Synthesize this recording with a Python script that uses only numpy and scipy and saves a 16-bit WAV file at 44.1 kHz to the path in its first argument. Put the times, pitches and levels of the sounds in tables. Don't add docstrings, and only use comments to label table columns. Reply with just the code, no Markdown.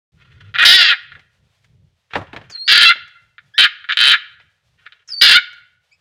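import sys
import numpy as np
from scipy import signal
from scipy.fft import rfft, irfft, next_fast_len
from scipy.io import wavfile
from scipy.ndimage import uniform_filter1d

SR = 44100
rng = np.random.default_rng(int(sys.argv[2]) if len(sys.argv) > 2 else 0)


def output_pcm(signal):
    pcm = np.clip(np.atleast_2d(signal).T, -1, 1) * 32767
    wavfile.write(sys.argv[1], SR, np.round(pcm).astype(np.int16))


def boost(x):
    u = np.asarray(x, float) / 20
    return 10 ** u


N = 264952
MOVED_S = 2.0


def unit(x):
    return x / np.sqrt(np.sum(x ** 2) + 1e-20)


def gated(rows, level_db, fade_s=0.0028):
    s, out = np.array(rows)[:, 0], np.zeros(N)
    at = np.arange(round((s[0] - fade_s) * SR), min(round(s[-1] * SR), N))
    fade_in = (at / SR - s[0]) / fade_s + 1
    fade_out = (s[-1] - at / SR) / fade_s
    edge = np.clip(np.minimum(fade_in, fade_out), 0, 1)
    out[at] = edge * boost(np.interp(at / SR, s, level_db))
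    return out


def level(rows):
    return gated(rows, np.array(rows)[:, -1])


def coloured(x, spectrum):
    size, points = next_fast_len(len(x)), np.array(spectrum)
    hz = np.maximum(np.fft.rfftfreq(size, 1 / SR), 1)
    gain_db = np.interp(np.log(hz), np.log(points[:, 0]), points[:, 1], left=-90, right=-90)
    gain = boost(gain_db)
    return irfft(rfft(x, size) * gain / np.sqrt(np.mean(gain ** 2)), size)[:len(x)]


def drift(rate_hz):
    lowpass = signal.butter(2, rate_hz, fs=SR, output="sos")
    slow = signal.sosfilt(lowpass, rng.standard_normal(N + SR))[SR:]
    return slow / slow.std()


def band(x, low_hz, high_hz, order=2):
    return signal.sosfilt(signal.butter(order, [low_hz, high_hz], "band", fs=SR, output="sos"), x)


def ring(x, hz, width_hz):
    r, state, out = np.exp(-np.pi * width_hz / SR), np.zeros(2), []
    zeros = [(1 - r * r) / 2, 0, (r * r - 1) / 2]
    for part, now_hz in zip(np.array_split(x, len(hz)), hz):
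        poles = [1, -2 * r * np.cos(2 * np.pi * now_hz / SR), r * r]
        rung, state = signal.lfilter(zeros, poles, part, zi=state)
        out.append(rung)
    return np.concatenate(out)


def resonate(x, modes, stretch):
    return sum((-1) ** k * boost(db) * ring(x, hz * stretch, width_hz)
               for k, (hz, width_hz, db) in enumerate(modes))


# (middle [s], length [s], peak [dB])
SWELLS = [(0.405, 0.72, -48), (1.15, 0.41, -56), (1.439, 0.23, -59.5), (1.783, .55, -57.5),
          (2.189, 0.13404, -36), (2.371, 0.44, -47), (3.024, 0.14, -58.5), (3.25, 0.14, -63),
          (3.46, 0.1566, -63), (4.411, 0.32, -65.5), (4.754, 0.37, -67.5), (5.561, 0.27, -76)]
# (frequency [Hz], density [dB per Hz])
RUMBLE_SPECTRUM = [(20, -20.5), (37, -16.5), (56, -7), (97, 3), (151, -2.5), (262, -25), (422, -21.5),
                   (700, -35)]
HISS_SPECTRUM = [(300, -32.5), (500, -8), (1100, -12.5), (2400, -10), (3500, -10), (6000, -17.5),
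                 (10000, -26.5), (16000, -35.5)]
HISS_DB, RUMBLE_BED_DB = -71.5, -74.5
SCREAM_RUMBLE_DB = -48.5


def background():
    (effort, opening), t = effort_and_jaw(), np.arange(N) / SR
    gain = boost(RUMBLE_BED_DB) + effort * boost(SCREAM_RUMBLE_DB + jaw(opening, column=3))
    for s, length_s, db in SWELLS:
        gain = gain + boost(db) * np.cos(np.pi * np.clip((t - s) / length_s, -.5, .5)) ** 2
    rumble = coloured(rng.standard_normal(N), RUMBLE_SPECTRUM) * gain * boost(2.1 * drift(7.6))
    hiss = boost(HISS_DB + 2.5 * drift(6)) * coloured(rng.standard_normal(N), HISS_SPECTRUM)
    return rumble + hiss


# (start [s], length [s], level [dB])
DRAGS = [
    (0.194, 0.34, -55),
    (2.11, .49, -60),
    (4.797, .25, -58.5),
]
# (time [s], peak [dB], t60 [s])
SLIPS = [
    (.22, -53, 0.043),
    (0.409, -39.5, 0.059),
    (2.11, -47, .5),
    (2.153, -27, 0.034),
    (2.328, -54, 0.78),
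    (2.501, -50, 0.34),
    (4.862, -42, 0.04604),
    (5.088, -49, .4),
]
# (frequency [Hz], density [dB per Hz])
RUSTLE_SPECTRUM = [(200, -42), (420, -16), (800, -24), (1400, -2.5), (3300, -9), (5500, -26.5),
                   (9000, -42.5), (15000, -53.5)]
SLIP_RISE_S = .006


def rustle():
    slips = (rng.random(N) < 4000 / SR) * rng.standard_normal(N) * boost(3 * drift(35))
    heard = box(coloured(slips, RUSTLE_SPECTRUM), modes_db=-2.0)
    gain = sum(gated([(s, db), (s + length_s, db)], [db, db], fade_s=0.025) for s, length_s, db in DRAGS)
    for s, db, t60_s in SLIPS:
        gain = gain + level([(s - SLIP_RISE_S, db - 18.5), (s, db), (s + t60_s / 2, db - 27.5)])
    return heard / heard.std() * gain


# (time [s], peak [dB], thud around 190-1100 Hz re peak [dB], hiss above 3.6 kHz re
# peak [dB])
KNOCKS = [(0.408, -37.5, -39.5, -36.5), (1.166, -43.5, -7, -31), (1.194, -32.5, -36, -18.5),
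          (1.644, -41, -34, -10), (2.108, -34, -29, -32.5), (2.135, -10.5, -23.5, -31),
          (2.155, -5.5, -9.5, -47.5), (2.214, -32, -2.5, -35), (2.331, -19.5, -10.5, -32),
          (2.363, -14, -21.5, -26), (2.413, -29.5, -14, -31), (2.499, -29, -16.5, -6.5),
          (2.956, -23.5, -21.5, -28), (3.078, -37, -43, -9), (4.4, -30.5, -35.5, -38.5),
          (5.076, -52.5, -45, -2), (5.528, -35.5, -42, -7)]
# (frequency [Hz], density [dB per Hz])
SLAP_SPECTRUM = [(300, -27.5), (600, -12), (1000, -13.5), (1800, -1), (2700, -7), (3900, -13), (5500, -31),
                 (7000, -44)]
KNOCK_T60_S, KNOCK_RISE_S = .06, 0.00017


def knocks():
    slap = coloured(rng.standard_normal(N), SLAP_SPECTRUM)
    thud = band(rng.standard_normal(N), 190, 1100) * boost(23.5)
    hiss = band(rng.standard_normal(N), 3600, 6600) * boost(9.5)
    hiss = hiss + band(rng.standard_normal(N), 9500, 15500) * boost(-11.5)
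    out = np.zeros(N)
    for s, db, thud_db, hiss_db in KNOCKS:
        span = slice(round(s * SR), round(s * SR) + SR // 3)
        age_s = np.arange(len(out[span])) / SR
        dying = (slap[span] + hiss[span] * boost(hiss_db)) * boost(-60 * age_s / KNOCK_T60_S)
        booming = thud[span] * boost(thud_db - 60 * age_s / (2.3 * KNOCK_T60_S))
        out[span] += boost(db - 11.5) * (1 - np.exp(-age_s / KNOCK_RISE_S)) * (dying + booming)
    return out


# (start [s], held [s], effort [dB], mouth opening [0-1], swell of effort while held [dB])
CALLS = [
    (.541, 0.015, -22, 0.2, 14.5),
    (.582, .053, -10, 0.3, 5.5),
    (.65, 0.28, -5, 1.04, -5),
    (2.678, 0.23, -6, .86, -0.2),
    (3.58, 0.074, -6.5, 0.5, -1.5),
    (3.889, .024, -10, .12, -5),
    (4.003, 0.14, -1.5, .62, -4),
    (5.213, .158, -4, .92, -2.3),
]
JAW_SAG_PER_S = 1.02
RELEASE_S, CLOSING_S = .009, 0.013


def call_times():
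    s, held_s, _, wide, _ = np.transpose(CALLS)
    tired = np.maximum(wide - JAW_SAG_PER_S * held_s, 0)
    return np.transpose([s, s + held_s, s + held_s + RELEASE_S + CLOSING_S * tired, tired])


# (time [s], effort [dB], mouth opening [0-1])
SNAPS = [
    (1.1192, -29.5, 0.01),
    (1.1522, -32.5, 0.01),
    (3.3815, -28.5, 0.01),
    (3.8422, -25.5, 0.01),
    (3.922, -6.5, 0.4),
    (3.9714, -4, .45),
    (3.9892, -5.5, .5),
    (4.8643, -26.5, 0.01),
    (4.9222, -33, .35),
]
ATTACK_S, ATTACK_DB, RELEASE_DB = .003, -1.5, -19.5
CLOSING_SHARE = 0.16


def effort_and_jaw():
    effort = 0
    marks = [(s + after_s, wide) for s, _, wide in SNAPS for after_s in (0, .008)]
    for (s, hold_end, end, tired), (_, _, db, wide, swell_db) in zip(call_times(), CALLS):
        held_db = db + swell_db
        effort = effort + level([(s, db + ATTACK_DB), (s + ATTACK_S, db),
                                 (hold_end, held_db), (end, held_db + RELEASE_DB)])
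        closing = hold_end - CLOSING_SHARE * (hold_end - s)
        marks += [(s, wide), (closing, tired), (hold_end + RELEASE_S / 2, 0), (end, 0)]
    return effort, np.interp(np.arange(N) / SR, *np.transpose(sorted(marks)))


# (opening [0-1], throat [dB], mouth [dB], lips [dB], stretch of head resonances [ratio])
JAW = [
    (0, -3, -10, -29.5, .9),
    (.5, -9, 0.01, -14, 0.98),
    (.75, -8, -3.5, -9.5, 1.03),
    (1, -9, 2, -4.5, 1.19),
]


def jaw(opening, column):
    return np.interp(opening, np.array(JAW)[:, 0], np.array(JAW)[:, column])


# (time [s], snap rate [Hz], irregularity [0-1])
CORDS = [(.54, 191, 0.1), (.577, 218.2, .3), (.61, 313.7, .12), (.652, 349.3, .19), (.72, 357.6, .14),
         (.741, 391.6, .1), (.83, 340.7, .15), (0.94, 253.6, .16), (2.682, 340, .18), (2.846, 341, .22),
         (2.852, 675.5, .05), (2.882, 675.9, .08), (2.935, 704.4, .2), (3.58, 350, .18), (3.61, 400, .11),
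         (3.69, 378, 0.4), (3.889, 196, .2), (3.92, 179, .1), (4.002, 109.6, 0.03), (4.03, 111.3, .05),
         (4.065, 139.2, .06), (4.091, 143.3, 0.02), (4.14, 328.8, .17), (4.18, 373.5, .06),
         (5.212, 340.2, .15), (5.249, 300, .25), (5.338, 399.3, .25), (5.344, 719, .09), (5.4, 762.2, .18)]
PUSH_DB_PER_OCTAVE, USUAL_RATE_HZ = 3.5, 315.5


def cords():
    s, *columns = np.transpose(CORDS)
    rate_hz, rough = (np.interp(np.arange(N) / SR, s, column) for column in columns)
    step = rate_hz * np.exp(2.6 * rough ** 2 * drift(300)) / SR
    push_db = PUSH_DB_PER_OCTAVE * np.log2(rate_hz / USUAL_RATE_HZ)
    strength = boost(11.5 * rough * rng.standard_normal(N) + push_db) * np.sqrt(SR / rate_hz)
    snaps = 0.35 * rough * rng.standard_normal(N)
    for s, _, end, _ in call_times():
        start = round(s * SR)
        cycles = np.cumsum(step[start:round(end * SR)])
        at = np.flatnonzero(np.diff(np.floor(cycles), prepend=-1))
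        early = cycles[at] % 1 / step[start + at]
        snaps[start + at] += strength[start + at] * early
        snaps[start + at + 1] += strength[start + at] * (1 - early)
    return snaps


# (frequency [Hz], width [Hz], level [dB])
THROAT = [(485, 300, -30), (782, 150, -17.5), (1441, 384, 2.5), (1965, 630, 4.5)]
MOUTH = [(2546, 140, -0.82), (3140, 240, 0.87), (3942, 450, -2)]
LIPS = [(4517, 96, 7.5), (5020, 620, -13), (5560, 200, -19), (6900, 760, -29)]


def frog():
    (effort, opening), voice = effort_and_jaw(), 0
    snaps = cords() * effort
    tiny_noise = 1e-9 * rng.standard_normal(N)
    stretch = jaw(opening, column=4)[::400]
    for s, db, _ in SNAPS:
        snaps[round(s * SR)] += boost(db + 21.5)
    parts = ((THROAT, 11.0, .5), (MOUTH, 11.0, 1), (LIPS, 13.0, .5))
    for column, (modes, makeup_db, follow) in enumerate(parts, 1):
        drive = snaps * boost(jaw(opening, column))
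        edge = band(drive + tiny_noise, modes[0][0] * 0.87, modes[-1][0] * 1.23)
        voice = voice + boost(makeup_db) * resonate(edge, modes, stretch ** follow)
    return voice


CORNER_CUT_HZ, CORNER_LEAK_DB = 1180, -20


def cornered(x):
    highpass = signal.butter(6, CORNER_CUT_HZ, "high", fs=SR, output="sos")
    thin = signal.sosfilt(highpass, x) + boost(CORNER_LEAK_DB) * x
    return np.where(np.arange(N) < MOVED_S * SR, x, thin)


def whistle(rows, second_db, third_db, waver):
    gain = level(rows) * boost(2.3 * drift(65))
    at = np.flatnonzero(gain)
    hz = np.interp(at / SR, *np.transpose(rows)[:2]) * (1 + waver * drift(50)[at])
    hz = uniform_filter1d(hz, size=400, mode="nearest")
    phase = 2 * np.pi * np.cumsum(hz) / SR
    partials = np.sin(phase) + boost(second_db) * np.sin(2 * phase) + boost(third_db) * np.sin(3 * phase)
    gain[at] *= np.sqrt(2) * partials
    return gain


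# (time [s], pitch [Hz], level [dB])
SQUEALS = [
    [(2.5, 5254, -55), (2.512, 4854, -43), (2.54, 4288, -35), (2.57, 4148, -33.5), (2.612, 4238, -31.5),
     (2.66, 4415, -32.5), (2.678, 4750, -25.5)],
    [(5.078, 5910, -61.5), (5.09, 5317, -32.5), (5.104, 5214, -29.5), (5.136, 4576, -21.5),
     (5.158, 4500, -36), (5.167, 4566, -27), (5.199, 4555, -21.5), (5.211, 4776, -24), (5.225, 4850, -11.5)],
]
CHIRPS = [
    [(3.54, 1644, -46), (3.544, 1659, -43.5), (3.574, 2094, -38.5), (3.58, 2107, -24)],
    [(5.912, 2400, -68), (5.922, 2390, -53), (5.936, 2547, -54), (5.955, 2360, -73.5)],
]
PEEP = [(3.935, 7110, -57.5), (3.941, 7065, -69), (3.955, 7515, -75), (3.97, 7548, -55.5)]
LEAK_S, LEAK_DB = .03, -42


def whistles():
    thin = sum(whistle(rows, second_db=-33.0, third_db=-54.0, waver=.003) for rows in SQUEALS)
    hoarse = sum(whistle(rows, second_db=-7.0, third_db=-18, waver=0.04) for rows in CHIRPS)
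    peep = whistle(PEEP, second_db=-39.5, third_db=-70, waver=0.00592)
    starts = [rows[0][0] for rows in SQUEALS]
    leaking = sum(level([(s, LEAK_DB), (s + LEAK_S, LEAK_DB - 13.5)]) for s in starts)
    air = band(drift(9000), 5400, 6800) * boost(8)
    return thin + hoarse + peep + leaking * air


# (delay [ms], signed gain [ratio])
ECHOES_FIRST = [(1.52, 0.53), (3.38, -0.29), (4.51, -0.45), (8.57, 0.16), (9.41, -0.24), (11.81, -0.3)]
ECHOES_LATER = [(1.95, -0.17), (2.59, 0.22), (2.83, -0.15), (2.86, 0.57), (3.17, 0.056), (3.45, -0.2),
                (4.76, 0.22), (7.07, 0.38), (8.1, 0.09), (9.18, 0.36), (9.93, -0.04), (10.75, -0.23)]
# (frequency [Hz], width [Hz], level [dB])
BOX_MODES = [(1428.3, 52, 1), (1617, 15, -4), (1670, 16, -4.5), (2129.7, 17, 4), (3100, 190, -2)]
BOX_T60_S = 0.081


def box(x, modes_db):
    out, first, age_s = 0, np.arange(N) < MOVED_S * SR, np.arange(SR // 10) / SR
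    for part, echoes in ((x * first, ECHOES_FIRST), (x * ~first, ECHOES_LATER)):
        scatter = rng.standard_normal(len(age_s)) * boost(-60 * age_s / BOX_T60_S) * (age_s > .003)
        taps = boost(-1.5) * unit(scatter)
        taps[0] = 1
        for ms, gain in echoes:
            taps[round(ms * SR / 1000)] += gain
        out = out + signal.fftconvolve(part, unit(taps))[:N]
    return out + boost(modes_db) * resonate(x, BOX_MODES, np.ones(1))


# (frequency [Hz], t60 [s])
ROOM_DECAY = [(300, .3), (1300, 0.67), (3500, 0.45), (8000, .3)]


def room(x):
    t, points = np.arange(SR) / SR, np.array(ROOM_DECAY)
    edges_hz = 200 * 2 ** np.arange(0, 6.1, .5)
    t60_s = np.interp(np.log(edges_hz), np.log(points[:, 0]), points[:, 1])
    tail = sum(band(rng.standard_normal(SR), low, high) * boost(-60 * t / decay_s)
               for low, high, decay_s in zip(edges_hz, edges_hz[1:], t60_s))
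    return signal.fftconvolve(x, boost(10) * tail * (1 - np.exp(-t / .006)) / np.sqrt(SR))[:N]


def scene():
    near = box(cornered(frog()) + whistles(), modes_db=0.5) + knocks()
    return (near + boost(-15) * room(near) + rustle() + background())[None]


def band_limit(x):
    return signal.sosfilt(signal.butter(12, 15800, fs=SR, output="sos"), x)


def record(dry):
    start_s = 0.12
    on = np.arange(N) > start_s * SR
    return band_limit(np.clip(dry * on, -.99, .99))


dry = scene()
out = record(dry)
output_pcm(out)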